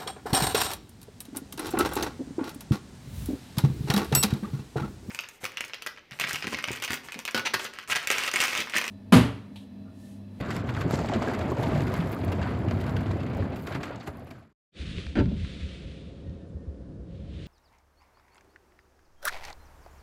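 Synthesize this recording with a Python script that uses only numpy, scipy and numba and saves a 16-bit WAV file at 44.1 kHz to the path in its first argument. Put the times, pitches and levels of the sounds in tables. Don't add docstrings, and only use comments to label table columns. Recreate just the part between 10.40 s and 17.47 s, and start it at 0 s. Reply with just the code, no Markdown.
import sys
import numpy as np
from scipy import signal
from scipy.fft import rfft, irfft
from scipy.io import wavfile
from scipy.ndimage import uniform_filter1d
from numba import njit

SR = 44100
rng = np.random.default_rng(int(sys.argv[2]) if len(sys.argv) > 2 else 0)


def master(y):
    cut = np.clip(np.atleast_2d(y).T, -1, 1)
    pcm = np.round(cut * 32767)
    wavfile.write(sys.argv[1], SR, pcm.astype(np.int16))


N = 311787
T = np.arange(N) / SR
FADE_OUT_S, FADE_OUT_DB = (3.968, 4.128), -19.5


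def undb(db):
    return 10 ** (np.asarray(db) / 20)


def unit(x):
    return x / np.sqrt(np.mean(x ** 2))


def curves(table):
    s, *columns = np.transpose(table)
    return [np.interp(T, s, c) for c in columns], (T >= s[0]) & (T <= s[-1])


def colour(x, spectrum, size=8192):
    hz, db = np.transpose(spectrum)
    f = np.maximum(np.arange(size // 2 + 1) * SR / size, 1)
    density_db = np.maximum(np.interp(np.log(f), np.log(hz), db), -130)
    cepstrum = irfft(np.log(undb(density_db)))
    cepstrum[1:size // 2] *= 2
    cepstrum[size // 2 + 1:] = 0
    response = irfft(np.exp(rfft(cepstrum)))
    return signal.fftconvolve(x, response / np.sqrt(np.sum(response ** 2)))[:N]


def dull(x, hz):
    return signal.sosfilt(signal.butter(4, hz, fs=SR, output="sos"), x)


@njit
def band(x, hz, sharp):
    y, band_state, low_state = np.empty(len(x)), 0., 0.
    for i in range(len(x)):
        g = np.tan(np.pi * hz[i] / SR)
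        v = (band_state + g * (x[i] - low_state)) / (1 + g * (g + 1 / sharp))
        band_state = 2 * v - band_state
        low_state = low_state + 2 * g * v
        y[i] = v / sharp
    return y


def ring(x, hz, t60):
    pole = np.exp(2j * np.pi * hz / SR - np.log(1000) / (t60 * SR))
    return signal.lfilter([1], [1, -pole], x).imag


def walk(rate):
    hold = int(SR / rate)
    steps = np.repeat(rng.standard_normal(N // hold + 1), hold)
    return unit(uniform_filter1d(uniform_filter1d(steps, hold), hold)[:N])


def rain(rate, scatter_db, tail_s):
    size = np.minimum(rng.exponential(size=N), 4.5)
    hits = (rng.random(N) < rate / SR) * undb(scatter_db * size) ** 2
    power = signal.lfilter([1], [1, -np.exp(-1 / (tail_s * SR))], hits)
    return unit(np.sqrt(power))


def grit(rate, scatter_db, tail_s):
    return rain(rate, scatter_db, tail_s) * rng.standard_normal(N)


def bursts(times, dbs, lengths, rise_s=0.00053):
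    power = np.zeros(N)
    for s, db, length in zip(*np.broadcast_arrays(times, dbs, lengths)):
        i = int(s * SR)
        t = T[:min(int(2 * length * SR) + 2, N - i)]
        fall = undb(db - 60 * t / length)
        power[i:i + len(t)] += (fall * (1 - np.exp(-t / rise_s))) ** 2
    return np.sqrt(power) * rng.standard_normal(N)


def thuds(table, cycles):
    out = np.zeros(N)
    for s, db, hz in table:
        i = int(s * SR)
        turns = hz * T[:int(6 * cycles / hz * SR)]
        envelope = np.exp(-turns / cycles) * (1 - np.exp(-turns / 0.51))
        tone = envelope * np.sin(2 * np.pi * turns)
        out[i:i + len(turns)] += undb(db) * tone / tone.max()
    return out


def struck(table, push_s, rough):
    out = np.zeros(N)
    shape = np.exp(-T[:200] / push_s)
    for (start, db, hz, t60), noise in zip(table, rng.standard_normal((len(table), 200))):
        i = int(start * SR)
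        push = shape * (rough * noise - shape ** 2)
        tone = ring(np.pad(push, (0, 4000)), hz, t60)
        out[i:i + len(tone)] += undb(db) * tone / np.abs(tone).max()
    return out


def pings(count, low_hz, high_hz, cycles, glide):
    out = np.zeros(N + SR)
    for when, pitch, size in rng.random((count, 3)):
        hz = low_hz * (high_hz / low_hz) ** pitch
        turns = hz * T[:int(5 * cycles / hz * SR)]
        i = int(when * FADE_OUT_S[1] * SR)
        shape = np.exp(-turns / cycles) * (1 - np.exp(-turns))
        tone = np.sin(2 * np.pi * turns * (1 + glide * turns / cycles))
        out[i:i + len(turns)] += size ** 2 * low_hz / hz * shape * tone
    return out[:N] / np.sqrt(np.sum(out ** 2) / (FADE_OUT_S[1] * SR))


def whistle(start, end, from_hz, to_hz, db):
    phase = 2 * np.pi * np.cumsum(np.interp(T, [start, end], [from_hz, to_hz])) / SR
    swell = np.sqrt(np.abs(np.sin(np.pi * np.clip((T - start) / (end - start), 0, 1))))
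    return undb(db) * swell * undb(2 * walk(46)) * np.sin(phase)


# start_s, rumble_db, grind_db, crunch_db, shards_db, splinters_db
PLOUGH = [(0.0, -25.5, -30, -38, -47, -54), (0.03, -36.5, -36, -43, -65, -77),
          (0.16, -31.5, -36.5, -42.5, -51, -62), (0.22, -34.5, -39, -46, -65, -78),
          (0.41, -33.5, -35.5, -42.5, -54, -64), (0.46, -27, -36.5, -44, -64, -74),
          (0.53, -31.5, -32, -43, -46, -62), (0.6, -31, -31, -44.5, -50.5, -66),
          (0.74, -31, -38, -38.5, -53, -74), (0.79, -29.5, -37, -44, -59, -68),
          (0.84, -41, -30, -40.5, -52, -66), (0.98, -30, -31, -40.5, -59, -69),
          (1.17, -34.5, -35.5, -44.5, -58, -69), (1.2, -32, -32, -38.5, -52, -60),
          (1.33, -27.5, -28, -39.5, -55.5, -64.5), (1.42, -27.5, -34.5, -40.5, -53, -65),
          (1.48, -31.5, -31, -39.5, -56, -63), (1.71, -34.5, -35, -47.5, -62.5, -67.5),
          (1.99, -29.5, -33, -45.5, -61, -71), (2.06, -29, -34.5, -42, -60.5, -70),
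          (2.23, -28, -36, -44, -62, -71), (2.49, -32, -35.5, -44, -60.5, -69),
          (2.6, -30.5, -37, -46.5, -65, -72), (3.12, -32.5, -37.5, -46, -67, -74),
          (3.24, -39, -40.5, -52, -65, -70), (3.36, -37, -37, -39.5, -59, -65),
          (3.39, -34.5, -40, -48.5, -71, -76), (3.45, -42, -41, -43.5, -60, -67),
          (3.53, -41, -40, -47.5, -70, -79.5), (3.66, -57, -45, -56, -62, -77.5),
          (3.68, -41, -40.5, -44, -56, -61), (3.71, -49, -46, -54.5, -72.5, -75.5),
          (3.94, -46.5, -53, -56, -69, -77)]
# freq_hz, density_db
RUMBLE_SPECTRUM = [(12, -38), (20, -23.5), (49, -11.5), (75, -0.5), (91, 2), (252, -5), (400, -18),
                   (520, -21.5), (880, -120)]
# start_s, level_db, pitch_hz
BUMPS = [(0.11, -32, 245), (0.276, -25.5, 124.4), (0.369, -22, 99), (0.535, -31, 117), (0.757, -20, 226),
         (0.939, -26.5, 237), (1.11, -43, 93), (1.182, -23.5, 128), (1.591, -21, 167), (1.861, -24, 93),
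         (2.002, -27, 87.4), (2.062, -27, 201), (2.334, -22, 93.8), (2.401, -26.5, 96),
         (2.544, -22.5, 96.5), (2.657, -23, 98), (2.741, -27, 104), (2.996, -25.5, 100), (3.329, -32, 136),
         (3.594, -41, 174), (3.679, -33, 286), (3.775, -47, 91), (3.813, -38, 89), (3.912, -39, 264)]
BOOM_HZ, PANEL_HZ = 129.8, 353
WANDER = .13


def hull():
    (rumble_db, *_), _ = curves(PLOUGH)
    gain = undb(rumble_db + 1.16 * walk(13))
    rumble = colour(gain * rng.standard_normal(N), RUMBLE_SPECTRUM)
    boom_hz = BOOM_HZ * np.exp(WANDER * walk(12))
    boom = unit(dull(band(rng.standard_normal(N), boom_hz, 11.8), 400))
    return rumble + gain * undb(-8.0) * boom + thuds(BUMPS, cycles=3.45)


# freq_hz, density_db
GRIND_SPECTRUM = [(120, -41.5), (200, -6.5), (258, 0), (477, -10.5), (663, -5.5), (764, -11), (1000, -18),
                  (1300, -45), (2200, -120)]


def grinding():
    (_, grind_db, *_), _ = curves(PLOUGH)
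    grind = undb(-2.5) * colour(grit(790, 1.8, 0.0094), GRIND_SPECTRUM)
    panel_hz = PANEL_HZ * np.exp(WANDER * walk(15))
    panel = undb(-8.0) * unit(band(grit(1200, 0.92, 0.0043), panel_hz, 1.63))
    gurgle = undb(-13.5) * pings(count=450, low_hz=295.0, high_hz=1740, cycles=3.1, glide=0.041)
    return dull(undb(grind_db + 0.77 * walk(18)) * (grind + panel + gurgle), 2500)


# start_s, snap_db, bright_db (re snap), splinter_db (re snap), length_s
CRACKS = [(0.0578, -51, -29, -21, 0.025), (0.103, -29.5, -12.5, -21, 0.066), (0.162, -33.5, -18, -12, 0.04),
          (0.273, -39, -23, -24, 0.039), (0.287, -33, -33, -25.5, 0.081), (0.346, -33, -25, -32, 0.05),
          (0.364, -33, -23, -28, 0.048), (0.408, -24.5, -24, -26, 0.038), (0.509, -28.5, -21, -14.5, 0.026),
          (0.538, -35, -3, -27, 0.053), (0.586, -25, -5, -34, 0.017), (0.686, -24, -14.5, -34.5, 0.021),
          (0.718, -44.5, -9.5, -34, 0.032), (0.743, -28.5, -13.5, -31.5, 0.041),
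          (0.797, -51, -7, -23, 0.032), (0.819, -27.5, -14.5, -28, 0.046), (0.884, -34, -28, -31, 0.055),
          (0.937, -29.5, -17, -24, 0.063), (0.988, -40, -2, -29, 0.04), (1.007, -35, -33, -35.5, 0.044),
          (1.05, -61, -25, -28, 0.032), (1.105, -39, -8, -20, 0.033), (1.167, -41, -22, -30, 0.032),
          (1.176, -41, -19, -23, 0.036), (1.215, -47, -6, -12, 0.03), (1.224, -35, -15, -23.5, 0.042),
          (1.417, -31, -18, -18, 0.031), (1.468, -33.5, -28, -25, 0.063), (1.539, -33, -11, -25, 0.031),
          (1.603, -35.5, -25, -27, 0.063), (1.672, -49, -22, -26, 0.027), (1.724, -38, -21, -14, 0.067),
          (1.831, -37.5, -21, -21, 0.056), (1.878, -38, -28, -27, 0.061), (1.917, -33, -26, -18, 0.043),
          (2.025, -31.5, -21, -35, 0.048), (2.068, -35, -33, -30, 0.07), (2.12, -51, -23, -28.5, 0.027),
          (2.137, -48, -32, -30, 0.039), (2.28, -40, -25, -23.5, 0.026), (2.308, -30.5, -21, -22, 0.04),
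          (2.364, -59, -18, -22, 0.04), (2.408, -34, -17, -17, 0.038), (2.464, -38.5, -20, -19, 0.12),
          (2.51, -55, -19, -12, 0.061), (2.566, -30, -22, -19, 0.034), (2.607, -38, -19, -16, 0.038),
          (2.656, -39.5, -27, -30, 0.085), (2.711, -35.5, -10, -28, 0.04), (2.738, -62, -22, -24, 0.027),
          (2.801, -44, -13, -28, 0.059), (2.83, -39, -13, -32, 0.048), (2.863, -45.5, -11, -26, 0.04),
          (2.906, -41, -25, -33, 0.043), (2.929, -43, -15, -29, 0.098), (3.02, -38.5, -24, -27, 0.052),
          (3.129, -44.5, -28, -33, 0.073), (3.156, -39, -12, -19, 0.064), (3.269, -31.5, -14, -20, 0.045),
          (3.307, -42, -15, -23, 0.04), (3.32, -30, -22, -32, 0.033), (3.345, -29, -18, -30, 0.047),
          (3.43, -32, -12.5, -27, 0.064), (3.5575, -44, 6.5, -28, 0.016), (3.608, -45, -22, -36.5, 0.076),
          (3.667, -40.5, -10, -20, 0.095), (3.867, -49, -17, -7, 0.04), (3.904, -44.5, -11, -15, 0.061),
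          (4.025, -53, -19, -19, 0.054)]
# freq_hz, density_db
CRUNCH_SPECTRUM = [(560, -28), (950, -4), (1060, -1), (1560, -2), (2300, -14.5), (2990, -26.5),
                   (5060, -120)]
# freq_hz, density_db
HISS_SPECTRUM = [(1180, -29), (2000, -3), (4800, -16), (6240, -45), (10600, -120)]
# freq_hz, density_db
CRACKLE_SPECTRUM = [(2650, -7.5), (4500, -4), (5900, -8), (7590, -6), (9300, -23), (12100, -46.5),
                    (20500, -120)]
# freq_hz, density_db
SPLINTER_SPECTRUM = [(5290, -22.5), (9000, -0.5), (9360, -3), (10500, 5), (11400, 1), (12700, 2),
                     (15600, -13.5)]


def ice():
    (_, _, crunch_db, shards_db, creep_db), _ = curves(PLOUGH)
    s, snap_db, bright_db, sharp_db, length = np.transpose(CRACKS)
    surge = walk(16)
    jagged = rain(900, 1.2, 0.0015)
    gain = undb(crunch_db - 3.5 + 1.53 * surge)
    fine = undb(shards_db - 3.5 + 2.0 * surge)
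    creep = undb(creep_db - 1.0 + 1.5 * surge)

    crunch = gain * undb(0.5) * grit(700, 2.2, 0.008)
    crunch += bursts(s, snap_db - 3.5, 1.64 * length, rise_s=0.0035)
    hiss = gain * undb(-5.5) * grit(450, 2.6, 0.004)
    hiss += jagged * bursts(s, snap_db - 3.5, length, rise_s=0.0032)
    crackle = fine * undb(1.5) * grit(450, 2.0, 0.0035)
    crackle += jagged * bursts(s, snap_db + bright_db + 1.0, 1.1 * length, rise_s=0.0027)
    splinter = creep * grit(520, 1.9, 0.0028)
    splinter += jagged * bursts(s, snap_db + sharp_db - 7, 2.1 * length)

    chime = fine * undb(-10.5) * pings(count=400, low_hz=3900, high_hz=8100, cycles=8.5, glide=.003)
    chime += gain * undb(-3.5) * pings(count=600, low_hz=702, high_hz=3760, cycles=6.7, glide=.004)
    sheet = colour(crunch, CRUNCH_SPECTRUM) + colour(hiss, HISS_SPECTRUM)
    return sheet + colour(crackle, CRACKLE_SPECTRUM) + colour(splinter, SPLINTER_SPECTRUM) + chime


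# start_s, level_db, pitch_hz, t60_s
SNAPS = [(0.0153, -43, 1050, 0.02), (0.0628, -39, 1350, 0.02), (0.105, -26, 1320, 0.018),
         (0.165, -29, 2200, 0.022), (0.2706, -37, 1250, 0.02), (0.2912, -33, 930, 0.028),
         (0.339, -35, 1220, 0.02), (0.3518, -28, 1210, 0.031), (0.375, -27, 1510, 0.02),
         (0.412, -29, 1300, 0.014), (0.4646, -35.5, 937, 0.02), (0.4816, -35.5, 988, 0.02),
         (0.5089, -22, 1320, 0.018), (0.5352, -25.5, 910, 0.02), (0.59, -24.5, 910, 0.02),
         (0.6452, -24, 902, 0.018), (0.687, -27.5, 1630, 0.018), (0.697, -24.5, 960, 0.029),
         (0.7176, -26, 1110, 0.034), (0.7907, -25, 1020, 0.02), (0.821, -21.5, 1230, 0.027),
         (0.855, -24.5, 1020, 0.025), (0.875, -24.5, 1640, 0.049), (0.9158, -23.5, 902, 0.032),
         (1.1185, -23, 1090, 0.029), (1.149, -33, 960, 0.026), (1.1696, -24, 930, 0.036),
         (1.2363, -21, 970, 0.036), (1.405, -24.5, 900, 0.013), (1.5246, -34, 1220, 0.02),
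         (1.624, -30, 912, 0.018), (1.675, -37, 1260, 0.02), (1.708, -37, 1210, 0.02),
         (1.766, -29.5, 1240, 0.041), (1.922, -32, 880, 0.024), (1.9919, -39, 1300, 0.02),
         (2.016, -28, 1640, 0.024), (2.064, -25, 930, 0.018), (2.1301, -47, 1130, 0.02),
         (2.144, -43, 945, 0.02), (2.175, -34, 1210, 0.02), (2.251, -28, 934, 0.02),
         (2.285, -30, 1250, 0.02), (2.31, -28, 1200, 0.027), (2.4573, -34, 1180, 0.02),
         (2.4962, -27.5, 1040, 0.022), (2.5356, -45, 902, 0.02), (2.5672, -27.5, 1510, 0.02),
         (2.606, -31, 961, 0.02), (2.657, -38, 1210, 0.02), (2.7107, -28, 970, 0.02),
         (2.9487, -29, 990, 0.027), (2.9806, -29, 905, 0.02), (3.0235, -34, 1760, 0.032),
         (3.0856, -48, 902, 0.02), (3.274, -33, 1220, 0.022), (3.316, -32, 934, 0.018),
         (3.352, -29, 920, 0.013), (3.4317, -29, 1570, 0.016), (3.5585, -41, 931, 0.02),
         (3.6017, -42, 910, 0.017), (3.674, -34, 1160, 0.025), (3.7354, -43, 1420, 0.02),
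         (3.8717, -40, 1170, 0.02), (3.91, -43, 1054, 0.018)]


def snaps():
    s, db, _, _ = np.transpose(SNAPS)
    click = bursts(s, db, 0.0038, rise_s=0.00015)
    note = undb(-4.0) * struck(SNAPS, push_s=0.00057, rough=0.5)
    return note + 0.13 * colour(click, CRACKLE_SPECTRUM) + 0.45 * colour(click, CRUNCH_SPECTRUM)


# start_s, level_db, pitch_hz, length_s
SHARDS = [(0.059, -41, 2260, 0.05), (0.107, -31, 2180, 0.05), (0.156, -32, 2210, 0.05),
          (0.166, -28, 2170, 0.055), (0.2723, -35, 2090, 0.054), (0.288, -33, 2220, 0.05),
          (0.3376, -38, 2210, 0.05), (0.367, -31, 2000, 0.05), (0.408, -28, 2600, 0.05),
          (0.505, -32, 2100, 0.046), (0.534, -31, 2070, 0.046), (0.5896, -30, 2250, 0.05),
          (0.637, -38, 2010, 0.05), (0.688, -37, 2220, 0.046), (0.72, -32, 2220, 0.039),
          (0.734, -27.5, 3300, 0.053), (0.792, -45, 2840, 0.05), (0.8215, -34, 2060, 0.05),
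          (0.876, -35, 2000, 0.045), (0.915, -39, 2300, 0.05), (0.943, -38, 2320, 0.045),
          (0.9921, -39, 2420, 0.043), (1.008, -35, 3070, 0.043), (1.057, -44, 2840, 0.043),
          (1.108, -36, 2310, 0.05), (1.17, -37, 2550, 0.05), (1.18, -32, 2100, 0.05),
          (1.21, -39, 2250, 0.05), (1.2311, -30, 3180, 0.05), (1.295, -29, 2010, 0.055),
          (1.314, -36, 2510, 0.05), (1.404, -28, 2020, 0.05), (1.47, -31, 2080, 0.05),
          (1.536, -34, 2200, 0.05), (1.595, -39, 2820, 0.05), (1.67, -33.5, 2180, 0.05),
          (1.71, -36, 2060, 0.054), (1.731, -38, 2560, 0.05), (1.836, -38, 2000, 0.05),
          (1.8791, -35, 2190, 0.05), (1.92, -29.5, 2540, 0.061), (2.017, -31.5, 2450, 0.077),
          (2.088, -40, 2230, 0.05), (2.1171, -51, 2230, 0.05), (2.1316, -45, 2650, 0.046),
          (2.1545, -45, 2120, 0.05), (2.282, -31, 2470, 0.055), (2.306, -31, 2020, 0.05),
          (2.3705, -42, 2450, 0.05), (2.397, -36, 2410, 0.05), (2.4633, -39, 2090, 0.05),
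          (2.535, -44, 2020, 0.05), (2.562, -34, 3180, 0.055), (2.602, -35, 2010, 0.05),
          (2.63, -45, 3100, 0.05), (2.6579, -41, 2380, 0.05), (2.713, -45, 2400, 0.045),
          (2.742, -49, 2650, 0.04), (2.796, -39, 2560, 0.05), (2.804, -37, 2650, 0.05),
          (2.824, -41, 2200, 0.05), (2.8639, -43, 2160, 0.05), (2.8958, -43, 2510, 0.05),
          (2.932, -40, 2190, 0.055), (2.978, -39, 2320, 0.05), (3.022, -39, 2070, 0.05),
          (3.124, -42, 2620, 0.05), (3.1617, -40, 2540, 0.05), (3.272, -34, 2300, 0.05),
          (3.317, -41, 2110, 0.05), (3.32, -36, 2280, 0.05), (3.352, -33, 2220, 0.056),
          (3.429, -30, 2390, 0.056), (3.49, -44, 2410, 0.05), (3.555, -50, 2680, 0.046),
          (3.604, -39, 4240, 0.046), (3.669, -39, 2340, 0.045), (3.855, -56, 2210, 0.05),
          (3.874, -47, 2570, 0.05), (3.906, -39, 2190, 0.054), (4.0153, -59, 2610, 0.05)]


def shards():
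    s, db, hz, length = np.transpose(SHARDS)
    shake = bursts(s, db, length, rise_s=0.0027)
    latest = np.clip(np.searchsorted(s, T) - 1, 0, None)
    return undb(8.5) * dull(band(shake, hz[latest], 5.0), 7200)


# start_s, level_db, dull_db (re level), length_s
TICKS = [(0.1047, -51.5, 13, 0.018), (0.1123, -61, 19.5, 0.02), (0.1656, -43, 9, 0.0035),
         (0.2728, -65, 20, 0.0056), (0.2898, -59, 8, 0.016), (0.295, -60, 16, 0.0038),
         (0.306, -67, 22, 0.0062), (0.34, -63, 24, 0.003), (0.3485, -63, 20, 0.0035),
         (0.3659, -67, 22, 0.012), (0.411, -54, 21, 0.0049), (0.4161, -54, 8, 0.018),
         (0.42, -61, 19, 0.0069), (0.4786, -62, 9, 0.02), (0.509, -46, 9.5, 0.0128), (0.516, -47, 6, 0.003),
         (0.539, -57, 21.5, 0.0097), (0.556, -56, 19, 0.0132), (0.591, -54.5, 16, 0.02),
         (0.659, -56, 12.5, 0.017), (0.691, -60.5, 21, 0.015), (0.7364, -57, 24.5, 0.0048),
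         (0.742, -64, 31, 0.0038), (0.7579, -60, 13.5, 0.018), (0.8251, -60, 19, 0.02),
         (0.8813, -58, 14.5, 0.017), (0.9355, -53, 10.5, 0.016), (0.9499, -59, 20, 0.0059),
         (0.99, -53, 10.5, 0.018), (1.0167, -69, 26, 0.0039), (1.102, -62, 26, 0.003),
         (1.1108, -57, 10, 0.02), (1.1188, -50, 3, 0.0034), (1.1869, -55, 7, 0.003),
         (1.231, -49, 8, 0.0084), (1.238, -65, 22.5, 0.016), (1.378, -54.5, 9.5, 0.0162),
         (1.4061, -53, 14.5, 0.0035), (1.4208, -51, 5, 0.003), (1.437, -57, 15.5, 0.0046),
         (1.4688, -50, 5.5, 0.003), (1.48, -57, 14.5, 0.0139), (1.4986, -55, 6.5, 0.003),
         (1.54, -38.5, 7, 0.0044), (1.5639, -50, 3, 0.003), (1.568, -53, -2, 0.0181),
         (1.5759, -48, -1, 0.003), (1.6122, -56, 9, 0.0064), (1.6735, -45, 5, 0.003),
         (1.694, -52, -3, 0.0064), (1.6987, -50, -7, 0.003), (1.7181, -38, -15, 0.003),
         (1.722, -47, -3, 0.0072), (1.7293, -44, -4, 0.0031), (1.7459, -48, -5, 0.0101),
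         (1.847, -44, -6, 0.0043), (1.85, -43, -5.5, 0.0033), (1.8795, -64, 17, 0.0073),
         (1.921, -52, 5, 0.015), (1.9232, -48, 7, 0.0038), (1.9288, -58, 8, 0.018), (2.015, -70, 21, 0.01),
         (2.1893, -58, 8, 0.0146), (2.311, -61, 19.5, 0.0084), (2.3352, -54, 3, 0.003),
         (2.3712, -57, 4, 0.003), (2.4043, -62.5, 15, 0.011), (2.4106, -53, 2, 0.003),
         (2.4139, -51, 4, 0.003), (2.4407, -57, 4, 0.0069), (2.464, -58, 11, 0.017), (2.494, -58, 12, 0.02),
         (2.5093, -52, 4, 0.003), (2.5251, -56, -2, 0.0061), (2.5662, -53, 12, 0.0079),
         (2.5729, -63, 14, 0.0073), (2.6048, -64, 9, 0.018), (2.6077, -63, 9, 0.02),
         (2.6676, -71, 23, 0.0035), (2.805, -68, 22, 0.0034), (2.8642, -73, 23, 0.0139),
         (2.948, -60, 9, 0.018), (2.972, -49, 1, 0.0054), (3.1036, -65, 8, 0.0091), (3.121, -76, 26, 0.009),
         (3.1294, -74, 25, 0.0041), (3.147, -73, 27, 0.003), (3.1599, -53, 7, 0.0033),
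         (3.1663, -49, 3, 0.003), (3.1726, -53, 1, 0.003), (3.1816, -51, 3, 0.003),
         (3.1946, -51, -3, 0.003), (3.2041, -53, 0, 0.0033), (3.2138, -51, -1, 0.003),
         (3.223, -50, 0, 0.0041), (3.23, -54, -2, 0.003), (3.2353, -55, 0.5, 0.003),
         (3.2401, -54, -2, 0.003), (3.2515, -55, -3.5, 0.003), (3.266, -52, 1, 0.0084),
         (3.2728, -52, 2, 0.0136), (3.3236, -57.5, 9, 0.018), (3.351, -58, 20.5, 0.0048),
         (3.4315, -58, 16, 0.018), (3.439, -53.5, 12, 0.014), (3.455, -56.5, 12.5, 0.016),
         (3.5094, -66, 11, 0.015), (3.5591, -65, 23, 0.003), (3.6, -69, 21, 0.0079), (3.63, -62, 6, 0.0042),
         (3.6347, -63, 0, 0.003), (3.674, -52, 10, 0.0079), (3.6767, -51, 4, 0.0113),
         (3.7302, -64, 0, 0.003), (3.771, -48, -9, 0.0034), (3.7956, -58, 2, 0.0073),
         (3.846, -63, -2, 0.02), (3.8923, -58, -4, 0.003), (3.9101, -53, 4, 0.0044),
         (3.9896, -68, 2, 0.0076)]
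# freq_hz, density_db
TICK_SPECTRUM = [(6500, -24), (10500, -4.5), (12600, 0), (15600, -6.5)]


def ticks():
    s, db, low_db, length = np.transpose(TICKS)
    db = db + 3.0 * np.log2(0.01 / length)
    bright = bursts(s, db + 6.0, length, rise_s=0.00043)
    duller = bursts(s, db + low_db + 3.5, 0.93 * length, rise_s=0.00047)
    return colour(bright, TICK_SPECTRUM) + colour(duller, CRACKLE_SPECTRUM)


# start_s, level_db, pitch_hz, t60_s
PIECES = [(0.166, -31, 407, 0.012), (0.273, -29, 370, 0.045), (0.349, -32, 348, 0.092),
          (0.375, -23, 550, 0.042), (0.415, -30.5, 440, 0.084), (0.463, -17.5, 370, 0.023),
          (0.509, -11, 666, 0.0066), (0.534, -14, 390, 0.049), (0.589, -35, 550, 0.044),
          (0.646, -14, 620, 0.019), (0.697, -13.5, 870, 0.025), (0.719, -21, 695, 0.15),
          (0.727, -15.5, 692, 0.077), (0.736, -24, 684, 0.091), (0.754, -14.5, 350, 0.069),
          (0.817, -18.5, 586, 0.055), (0.995, -22.5, 624, 0.16), (1.088, -23, 440, 0.069),
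          (1.117, -14.5, 385, 0.04), (1.129, -25, 900, 0.04), (1.179, -18.5, 570, 0.065),
          (1.195, -20, 855, 0.045), (1.227, -19, 594, 0.055), (1.249, -21, 910, 0.036),
          (1.288, -26, 760, 0.05), (1.322, -18.5, 620, 0.072), (1.358, -17.5, 613, 0.05),
          (1.511, -21.5, 516, 0.051), (1.6, -36, 623, 0.04), (1.673, -44, 362, 0.035),
          (1.734, -21, 385, 0.022), (1.836, -20, 355, 0.032), (1.874, -22, 655, 0.044),
          (1.936, -26, 437, 0.057), (1.967, -36, 353, 0.029), (2.13, -35, 516, 0.064),
          (2.184, -42, 368, 0.051), (2.247, -32, 526, 0.047), (2.31, -22, 633, 0.066),
          (2.409, -26, 347, 0.033), (2.568, -27, 436, 0.031), (2.603, -35, 566, 0.036),
          (2.658, -27, 634, 0.037), (2.706, -26, 357, 0.054), (2.757, -21, 373, 0.033),
          (2.839, -28, 438, 0.07), (2.965, -24, 438, 0.046), (2.989, -21.5, 546, 0.082),
          (3.13, -40, 409, 0.04), (3.27, -28, 686, 0.065), (3.28, -20, 431, 0.017), (3.31, -25, 590, 0.047),
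          (3.351, -28, 385, 0.078), (3.404, -36, 400, 0.04), (3.432, -27, 1624, 0.11),
          (3.505, -23.5, 540, 0.037), (3.676, -30.5, 420, 0.17), (3.819, -36, 535, 0.053),
          (3.87, -37.5, 533, 0.057), (3.909, -36.5, 666, 0.12), (4.021, -41, 690, 0.1)]


def pieces():
    s, db, _, t60 = np.transpose(PIECES)
    crunch = colour(bursts(s, db - 10, 1.23 * t60), GRIND_SPECTRUM)
    note = undb(-7.0) * struck(PIECES, push_s=0.00065, rough=0.33)
    return dull(crunch + note, 3900)


# start_s, wind_db
GUSTS = [(4.33, -49.5), (4.42, -45), (4.72, -42.5), (4.82, -25.5), (5.0, -37), (5.2, -42), (5.8, -44.5),
         (6.3, -45.5), (7.07, -40)]
# freq_hz, density_db
WIND_SPECTRUM = [(12, -53), (20, -24), (41, -8), (67, 1), (86, -2), (128, -10), (178, -5), (290, -22),
                 (300, -27), (390, -34), (660, -120)]
# start_s, level_db, pitch_hz
BUFFETS = [(4.397, -29, 69.5), (4.459, -39, 81), (4.658, -30.5, 74), (4.999, -33, 76), (5.219, -31.5, 75.6),
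           (5.518, -54, 59.5), (5.629, -43, 70), (5.944, -36, 73), (6.147, -30, 78), (6.273, -28.5, 74.4),
           (6.392, -42, 60), (6.582, -38, 65), (6.814, -41, 95), (6.89, -50, 78)]
# freq_hz, density_db
AIR_SPECTRUM = [(88, -23.5), (150, -2.5), (233, -9), (285, -5.5), (324, -8.5), (419, -11.5), (500, -13),
                (545, -8.5), (585, -19), (625, -23.5), (687, -18.5), (739, -30.5), (1570, -35.5),
                (1850, -39), (1950, -43), (5000, -47), (10500, -59), (11300, -64), (11900, -92),
                (15600, -102), (22000, -120)]
# start_s, sleeve_db
RUB = [(4.35, -50.5), (4.42, -46.5), (4.58, -45.5), (4.68, -49.5), (4.74, -54.5), (4.93, -56.5),
       (5.05, -48), (5.3, -51.5), (5.6, -57.5), (5.75, -64), (6.02, -70.5), (6.15, -83), (6.64, -83),
       (6.73, -65), (6.84, -66.5), (6.93, -59.5), (7.07, -53)]
# freq_hz, density_db
SLEEVE_SPECTRUM = [(470, -43), (800, -22), (999, -16), (1120, -13), (1220, -7), (1400, -7), (2130, -1),
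                   (3690, 0.5), (5480, -14), (6380, -16.5), (8250, -20.5), (9600, -24.5), (10600, -29.5),
                   (11300, -36), (11900, -70)]
AIR_DB, FADE_IN_S = -47, (4.315, 4.38)


def open_water():
    wind = undb(curves(GUSTS)[0][0] + 1.0 + 3.8 * walk(13)) * rng.standard_normal(N)
    air = undb(AIR_DB + 0.46 * walk(4.99)) * rng.standard_normal(N)
    sleeve = undb(curves(RUB)[0][0] + 0.62 * walk(28)) * grit(2800, 0.97, 0.0048)
    fade = np.interp(T, FADE_IN_S, [0, 1]) ** 2
    blowing = colour(wind, WIND_SPECTRUM) + thuds(BUFFETS, cycles=2.2) + colour(air, AIR_SPECTRUM)
    return fade * (blowing + colour(sleeve, SLEEVE_SPECTRUM))


# start_s, push_db, scrape_db
SET_DOWN = [(4.754, -33, -37), (4.757, -23.5, -39), (4.766, -22.5, -40), (4.772, -25, -35),
            (4.783, -17.5, -33), (4.8, -21.5, -32), (4.815, -22, -48), (4.835, -36, -59), (4.94, -40, -80),
            (5.0, -60, -90)]
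# pitch_hz, level_db, t60_s
HULL_MODES = [(110, -14, 0.5), (133, -13, 0.33), (228.6, -6, 0.28), (265, -9, 0.25), (299, 7.5, 0.047),
              (377, -10, 0.2), (442, -16.5, 0.32), (560, -10.5, 0.11), (600, -18.5, 0.068),
              (887, -22, 0.11), (1360, -23.5, 0.14), (1347, -26, 0.16)]
# freq_hz, density_db
SCRAPE_SPECTRUM = [(410, -40), (700, -4), (759, -37), (881, -8), (1150, -6), (1500, 3.5), (2000, -5),
                   (2270, -1), (2860, -5.5), (3900, -15), (4320, -30), (4800, -11), (5380, -38),
                   (9690, -37), (11000, -60), (14300, -91), (22000, -120)]
# pitch_hz, width_hz, level_db
LOAD = [(895, 26, 4), (1470, 150, -8.5), (2180, 28, -12), (2680, 25, -11), (3000, 44, -10.5),
        (3270, 54, -12), (3850, 37, -10), (3940, 54, -12), (4730, 40, -23)]
# start_s, level_db, pitch_hz
LANDING = [(4.582, -34.5, 390), (4.7545, -23.5, 298), (4.769, -18.5, 222), (4.781, -16.5, 310.4),
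           (4.803, -21, 110.3), (4.807, -20, 283), (4.829, -26, 120), (4.858, -27.5, 225),
           (4.92, -25.5, 216)]


def set_down():
    (push_db, scrape_db), on = curves(SET_DOWN)
    push = dull(on * undb(push_db) * grit(1700, 0.76, 0.004), 1950)
    body = sum(undb(db) * ring(push, hz, 0.87 * min(t60, .5)) for hz, db, t60 in HULL_MODES)
    scrape = on * undb(scrape_db) * grit(400, 1.6, 0.0044)
    load = sum(undb(db) * band(scrape, np.full(N, 1. * hz), hz / (1.0 * width)) for hz, width, db in LOAD)
    scraping = undb(-3.0) * colour(scrape, SCRAPE_SPECTRUM) + undb(15.5) * dull(load, 6600)
    return undb(-29.5) * body + scraping + thuds(LANDING, cycles=3.4)


# start_s, level_db, pitch_hz
KNOCKS = [(4.583, -32, 2560), (4.6661, -26, 1900), (4.8574, -34, 1900), (4.89, -44, 3100),
          (5.0481, -32, 3000), (5.0937, -43, 2400), (5.896, -49, 4500), (6.3445, -53, 2000)]


def knocks():
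    s, db, hz = np.transpose(KNOCKS)
    click = bursts(s, db + 0.5, 0.0067, rise_s=0.00013)
    note = dull(band(click, np.interp(T, s, hz), 3.7), 6000)
    return 0.27 * colour(click, SLEEVE_SPECTRUM) + 0.36 * colour(click, CRUNCH_SPECTRUM) + 1.9 * note


# start_s, end_s, pitch_hz, level_db
BIRD = [(5.83, 5.95, 1860, -69), (5.98, 6.07, 1780, -71), (6.16, 6.27, 1830, -69.5),
        (6.28, 6.34, 1750, -73)]
# start_s, end_s, from_hz, to_hz, level_db
SQUEAK = [(6.085, 6.105, 6800, 7900, -76), (6.075, 6.095, 9400, 10300, -80)]


def bird():
    notes = sum(whistle(start, end, hz, .995 * hz, db) for start, end, hz, db in BIRD)
    return notes + sum(whistle(*row) for row in SQUEAK)


def scene():
    ploughing = hull() + grinding() + ice() + snaps() + shards() + ticks() + pieces()
    fade = undb(np.interp(T, FADE_OUT_S, [0, FADE_OUT_DB])) * (T < FADE_OUT_S[1])
    return (fade * ploughing + open_water() + set_down() + knocks() + bird())[None]


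LOW_CUT_HZ, TOP_HZ = 29, 15650


def record(dry):
    thin = signal.sosfilt(signal.butter(2, LOW_CUT_HZ, "high", fs=SR, output="sos"), dry)
    return signal.sosfilt(signal.ellip(10, .2, 80, TOP_HZ, fs=SR, output="sos"), thin)


dry = scene()
out = record(dry)
master(out)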